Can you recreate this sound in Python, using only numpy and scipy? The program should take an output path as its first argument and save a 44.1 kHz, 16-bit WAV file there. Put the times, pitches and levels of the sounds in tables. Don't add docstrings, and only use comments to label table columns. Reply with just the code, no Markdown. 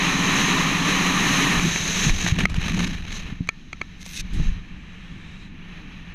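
import sys
import numpy as np
from scipy import signal
from scipy.fft import rfft, irfft
from scipy.io import wavfile
from scipy.ndimage import uniform_filter1d

SR = 44100
rng = np.random.default_rng(int(sys.argv[2]) if len(sys.argv) > 2 else 0)


def dump_mix(stems):
    frames = np.atleast_2d(stems).T
    limited = np.clip(frames, -1, 1)
    pcm = np.round(limited * 32767).astype(np.int16)
    wavfile.write(sys.argv[1], SR, pcm)


N = 270774
TIME, FREQ = np.arange(N) / SR, np.maximum(np.arange(N // 2 + 1) * SR / N, 1)
CUTOFF_HZ = 15300


def from_db(db):
    return 10 ** (np.asarray(db) / 20)


def rms_one(x):
    return x / np.sqrt(np.mean(x ** 2) + 1e-20)


def in_time(rows):
    return np.interp(TIME, *np.transpose(rows))


def colour(points):
    hz, db = np.transpose(points)
    return from_db(np.interp(np.log(FREQ), np.log(hz), db))


def drift(rate_hz):
    return rms_one(irfft(rfft(rng.standard_normal(N)) / (1 + (FREQ / rate_hz) ** 2), N))


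def swell(s, half_s):
    return np.exp(-((TIME - s) / half_s) ** 2)


def held(start_s, end_s, attack_s, release_s):
    return np.exp(-np.clip(np.maximum((start_s - TIME) / attack_s, (TIME - end_s) / release_s), 0, 20))


def ring(force, hz, ring_s):
    r, w = from_db(-60 / (ring_s * SR)), 2 * np.pi * min(hz, SR / 2) / SR
    return signal.lfilter([0, np.sin(w)], [1, -2 * r * np.cos(w), r * r], force + 1e-18)


def add(out, s, sound):
    start = round(s * SR)
    out[start:start + len(sound)] += sound[:N - start]


def grains(per_s, spread_db):
    sizes = from_db(spread_db * np.minimum(rng.exponential(1, N), 4))
    return sizes * rng.choice([-1, 1], N) * (rng.random(N) < per_s / SR)


def breathy_tone(pitch_hz, blur_hz):
    phase = 2 * np.pi * np.cumsum(pitch_hz) / SR
    return drift(blur_hz) * np.cos(phase) + drift(blur_hz) * np.sin(phase)


SWING_S = (1.58, 1.73)
def head_on():
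    return np.interp(TIME, SWING_S, [1, 0])


def slack():
    return np.interp(TIME, [1.8, 2.35, 3.1, 3.55], [0, 1, 1, 0])


def flutter_db(rate_hz):
    taut_db, slack_db = -0.3, 3.5
    depth_db = taut_db + (slack_db - taut_db) * slack()
    return depth_db * np.minimum(drift(rate_hz), 2)


# time_s, speed_db
AIRSPEED = [(0, -1.5), (.2, 1), (.6, 1), (.78, -0.5), (1.1, 1), (1.5, 1.5), (1.75, -5), (2.0, -0.26),
            (2.3, -9), (2.55, -11), (2.85, -13.5), (3.03, -18.5), (3.55, -29.5), (3.9, -27), (4.3, -23),
            (4.72, -26), (5.5, -22), (5.75, -22)]
# time_s, slant_db
SLANT = [(1.55, -8.5), (1.75, 7), (2.0, 3), (2.28, 8.5), (2.38, -9.5), (2.8, -2.5), (3.35, 2), (3.62, 12),
         (4.4, -2.5), (4.7, -9.5), (5.4, -12), (5.56, -15), (5.8, -11)]
# middle_s, half_length_s, extra_speed_db, extra_slant_db
SURGES = [(2.402, 0.03, 8.5, -7), (2.77, 0.14, 7, 2), (3.164, 0.063, 5.5, 14), (3.292, 0.059, 10.5, -13),
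          (4.428, 0.11, 6.5, 10.5)]
AIR_RESPONSE = {"shove": (-35.5, 0.26, 0), "boom": (-29.5, 0.6, 0), "roar": (-31.5, 1, -0.0054),
                "rush": (-26, 1, 0), "upper rush": (-29, 1.155, 0.35), "whistle": (-29, 1.57, 0.64),
                "hiss": (-40, 1.39, 0.35), "crackle": (-59, .95, .95)}
def air_levels():
    speed_db, slant_db = in_time(AIRSPEED), in_time(SLANT)
    for middle_s, half_s, extra_speed_db, extra_slant_db in SURGES:
        surge = swell(middle_s, half_s)
        speed_db += extra_speed_db * surge
        slant_db += extra_slant_db * surge
    return {name: base_db + by_speed * speed_db + by_slant * slant_db
            for name, (base_db, by_speed, by_slant) in AIR_RESPONSE.items()}


# pitch_hz, level_db
AIR_COLOUR = [(20, 13), (50, 4), (110, -0.5), (250, 1), (420, -0.5), (570, -7.5), (850, -4), (1450, -5.5),
              (2700, -1.5), (3500, -3), (4700, -17.5), (8000, -20), (12000, -20), (15000, -21)]
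# pitch_hz, width_hz, lift_db
HOUSING_RESONANCES = [(175.5, 58.5, 17), (1190, 230, 4), (1784, 184, 6), (2390, 720, 5.5),
                      (3350, 110, -5.5), (3605, 103, -15), (3940, 500, 5.5), (4690, 2400, -5),
                      (5360, 130, 5), (6314, 1540, 21), (9200, 310, 4.5), (10570, 1100, 3), (13400, 400, 1)]
def housing(pressure, low_hz, high_hz):
    lift_db = sum(db / (1 + (2 * (FREQ - hz) / width) ** 2) for hz, width, db in HOUSING_RESONANCES)
    band = ((1 + (low_hz / FREQ) ** 16) * (1 + (FREQ / high_hz) ** 16)) ** -.5
    return rms_one(irfft(rfft(pressure) * colour(AIR_COLOUR) * from_db(lift_db) * band, N))


def eddies(low_hz, high_hz):
    return housing(rng.standard_normal(N), low_hz, high_hz)


def steadied(x, span_s):
    return x / np.sqrt(uniform_filter1d(x ** 2, max(int(span_s * SR), 1)) + 1e-3)


# pitch_hz, width_hz, level_db
HOLLOW_NOTES = [(275.6, 49, 6), (402, 33, -13), (1106, 386, -2.5), (1883, 100, -3), (3620, 43, -52),
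                (4080, 130, -10)]
def howl(level_db):
    roar_change_db = level_db["roar"] - AIR_RESPONSE["roar"][0]
    strength = head_on() * from_db(-27.5 + roar_change_db)
    shape = sum(from_db(db) / (1 + (2 * (FREQ - hz) / width) ** 2) for hz, width, db in HOLLOW_NOTES)
    hollow_noise = rms_one(irfft(rfft(rng.standard_normal(N)) * shape, N))
    return strength * steadied(hollow_noise, span_s=0.075)


# middle_s, half_length_s, shove_db, boom_db
RUMBLE_SWELLS = [(1.574, 0.037, -25.5, -26), (1.661, 0.023, -32, -15), (2.088, 0.047, -25, -19.5),
                 (2.158, 0.042, -21, -42), (2.254, 0.027, -37, -25), (2.424, 0.089, -43, -22),
                 (2.524, 0.087, -19, -30), (2.786, 0.13, -39.5, -23.5), (4.231, .04, -29, -37.5),
                 (4.394, 0.073, -19, -29.5), (4.49, 0.096, -24, -35), (4.743, 0.043, -37, -42),
                 (5.132, 0.033, -41, -39)]
def buffeting(level_db):
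    shove = from_db(level_db["shove"] + 8.5 * slack())
    boom = from_db(level_db["boom"] + 3 * head_on())
    for middle_s, half_s, shove_db, boom_db in RUMBLE_SWELLS:
        rise = swell(middle_s, half_s)
        shove = np.hypot(shove, from_db(shove_db) * rise)
        boom = np.hypot(boom, from_db(boom_db) * rise)
    return (shove * steadied(eddies(low_hz=12.6, high_hz=108), span_s=0.086)
            + boom * steadied(eddies(low_hz=111, high_hz=318), span_s=0.078))


def rushing_air(level_db):
    roar = from_db(level_db["roar"]) * eddies(low_hz=320, high_hz=1700)
    rush = from_db(level_db["rush"]) * eddies(low_hz=1500, high_hz=3630)
    upper_rush = from_db(level_db["upper rush"]) * eddies(low_hz=3630, high_hz=4860)
    whistle = from_db(level_db["whistle"]) * eddies(low_hz=4750, high_hz=7390)
    brighten_db = head_on() * np.interp(TIME, [0, SWING_S[0]], [-1, 2.5])
    hiss = from_db(level_db["hiss"] + brighten_db) * eddies(low_hz=7450, high_hz=16000)
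    chop_db = flutter_db(rate_hz=84)
    gustiness_db = 1.21 * drift(rate_hz=5.4)
    return (roar + rush + upper_rush + whistle + hiss) * from_db(chop_db + gustiness_db)


# time_s, pitch_hz
BRAKE_PULL = [(4.6, 2410), (5.0, 3130), (5.35, 3840), (5.45, 3900)]
def brake_line():
    pitch_hz = in_time(BRAKE_PULL)
    level_db = -58 + 13 * np.log2(pitch_hz / pitch_hz.max())
    zip_tone = breathy_tone(pitch_hz, blur_hz=170)
    band = signal.butter(2, [4500, 7500], "band", fs=SR, output="sos")
    rub = rms_one(signal.sosfilt(band, rng.standard_normal(N)))
    pulling = held(BRAKE_PULL[0][0], BRAKE_PULL[-1][0], attack_s=0.04, release_s=0.04)
    return pulling * from_db(level_db) * (zip_tone + from_db(-8) * rub)


# pitch_hz, level_db
RIP_COLOUR = [(530, -54), (900, -30), (1310, -20), (1660, -4), (1890, -9), (2130, 3), (2280, -10),
              (2540, 3.5), (2960, -6), (3830, 1), (4790, -9), (6350, 1.5), (7150, -14), (9370, -16),
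              (15000, -23)]
# start_s, parting_s, final_level_db
RIPS = [(4.018, 4.03, -43), (4.057, 4.21, -32.5)]
def toggles():
    growth_db_per_s, swish_end_hz, swish_fall_hz_per_s = 84, 4260, 83000
    hooks = grains(per_s=8700, spread_db=5.5) * from_db(2 * drift(rate_hz=230))
    rasp = rms_one(irfft(rfft(hooks) * colour(RIP_COLOUR), N))
    out = np.zeros(N)
    for start_s, parting_s, final_db in RIPS:
        left_s = np.maximum(parting_s - TIME, 0)
        swish_hz = np.minimum(swish_end_hz + swish_fall_hz_per_s * left_s, CUTOFF_HZ)
        swish = breathy_tone(swish_hz, blur_hz=2300)
        tearing = held(start_s, parting_s, attack_s=0.015, release_s=0.0027)
        out += tearing * from_db(final_db - growth_db_per_s * left_s) * (rasp + from_db(-11.5) * swish)
    return out


def canopy_crackle(level_db):
    folds = grains(per_s=2200, spread_db=2.6) * from_db(flutter_db(rate_hz=72))
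    return from_db(level_db["crackle"]) * housing(folds, low_hz=1300, high_hz=14000)


# start_s, level_db, fade_s, brightness_hz
CLOTH_SLAPS = [(2.39, -30, 0.013, 4940), (2.497, -24.5, 0.0092, 4000), (2.543, -22, 0.0037, 3840),
               (2.566, -31, 0.0026, 5800), (2.775, -28.5, 0.0094, 865), (2.804, -25, 0.0047, 2500),
               (2.875, -26.5, 0.0029, 4630), (4.062, -33.5, 0.0042, 6440), (4.334, -45, 0.029, 7900),
               (4.399, -28, 0.0025, 900)]
def cloth_slaps():
    out, t = np.zeros(N), TIME[:SR // 5]
    for start_s, level_db, fade_s, brightness_hz in CLOTH_SLAPS:
        band = signal.butter(2, [250, brightness_hz], "band", fs=SR, output="sos")
        puff = rms_one(signal.sosfilt(band, rng.standard_normal(len(t))))
        add(out, start_s, from_db(level_db) * puff * np.exp(-t / fade_s))
    return out


# start_s, level_db, push_s, boom_share
HARNESS_JOLTS = [(2.097, -5, 0.044, .02), (2.3215, -6, 0.0099, 0.24), (2.579, -9.5, 0.0088, 0.17),
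                 (3.323, -20.5, 0.0065, 0.39), (3.4056, -13.5, 0.0063, 0.36), (4.397, -13.5, 0.0085, 0.17),
                 (4.46, -10, 0.047, .03)]
def harness_thumps():
    out, t = np.zeros(N), TIME[:SR // 4]
    for start_s, level_db, push_s, boom_share in HARNESS_JOLTS:
        progress = np.minimum(t / push_s, 1)
        push = np.sin(2 * np.pi * progress) * np.sin(np.pi * progress)
        boom = ring(push, hz=180, ring_s=0.17) + 0.99 * ring(push, hz=275, ring_s=0.08)
        add(out, start_s, from_db(level_db) * (push + boom_share * boom / np.abs(boom).max()))
    return out


# pitch_hz, level_db, ring_s
FITTING_TONES = [(390, 0.5, 0.017), (1480, -33, 0.012), (1384, -10.5, 0.058), (1690, -22, 0.026),
                 (1860, -21, 0.16), (2350, 7.5, 0.02), (2500, 9.5, 0.016), (3300, 0.5, 0.012),
                 (4480, 5, 0.008), (6600, 9, 0.0063)]
# start_s, peak_db, pitch_ratio, brightness_hz, bounce_after_s
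FITTING_SNAPS = [(1.596, -7, 1, 3100, 0.00096), (1.759, -10, 0.96, 3000, 0.0011),
                 (2.0945, -11, 0.95, 3900, 0.0011), (2.2645, -9.5, 0.85, 4000, 0.0012),
                 (2.4547, 3.5, 0.92, 2900, .0015), (3.119, -23.5, 0.99, 7100, 0.0011),
                 (3.474, -28.5, 0.88, 12000, .0008), (3.4893, -3.5, 0.97, 5130, 0.0017),
                 (3.7298, -16.5, 0.96, 4470, 0.0015), (3.8142, -10.5, 0.95, 2820, 0.0018)]
def fitting_snaps():
    out, t = np.zeros(N), TIME[:SR // 5]
    for start_s, peak_db, pitch_ratio, brightness_hz, bounce_after_s in FITTING_SNAPS:
        force = 0.04 * rng.standard_normal(len(t)) * np.exp(-t / 0.0017)
        force[0] += 0.6
        force[round(bounce_after_s * SR)] += 1
        force = signal.sosfilt(signal.butter(2, brightness_hz, fs=SR, output="sos"), force)
        snap = sum(from_db(db) * ring(force, hz * pitch_ratio, ring_s)
                   for hz, db, ring_s in FITTING_TONES)
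        add(out, start_s, from_db(peak_db) * snap / np.abs(snap).max())
    return out


def scene():
    level_db = air_levels()
    wind = buffeting(level_db) + rushing_air(level_db) + howl(level_db)
    cloth = canopy_crackle(level_db) + cloth_slaps()
    gear = fitting_snaps() + harness_thumps() + toggles() + brake_line()
    mix = wind + cloth + gear
    return np.array([mix, mix])


def limiter(x):
    limit_db, attack_s, recovery_db_per_s = -7.5, 0.0017, 73
    sensed = irfft(rfft(x) * (1 + 0.7 / (1 + (FREQ / 114) ** 4)), N)
    over_db = 20 * np.log10(np.maximum(np.abs(sensed) / from_db(limit_db), 1))
    recovery_db = recovery_db_per_s * TIME
    dip_db = np.maximum.accumulate(over_db + recovery_db) - recovery_db
    smoothing = np.exp(-1 / (attack_s * SR))
    return from_db(-signal.lfilter([1 - smoothing], [1, -smoothing], dip_db))


def record(dry):
    ceiling, mic_treble_hz = 0.52, 13200
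    limited = dry * limiter(dry.mean(axis=0))
    rounded = limited / (1 + (limited / ceiling) ** 8) ** (1 / 8)
    treble_loss = np.sqrt((1 + (FREQ / mic_treble_hz) ** 16) * (1 + (FREQ / CUTOFF_HZ) ** 400))
    return irfft(rfft(rounded) / treble_loss, N)


dry = scene()
out = record(dry)
dump_mix(out)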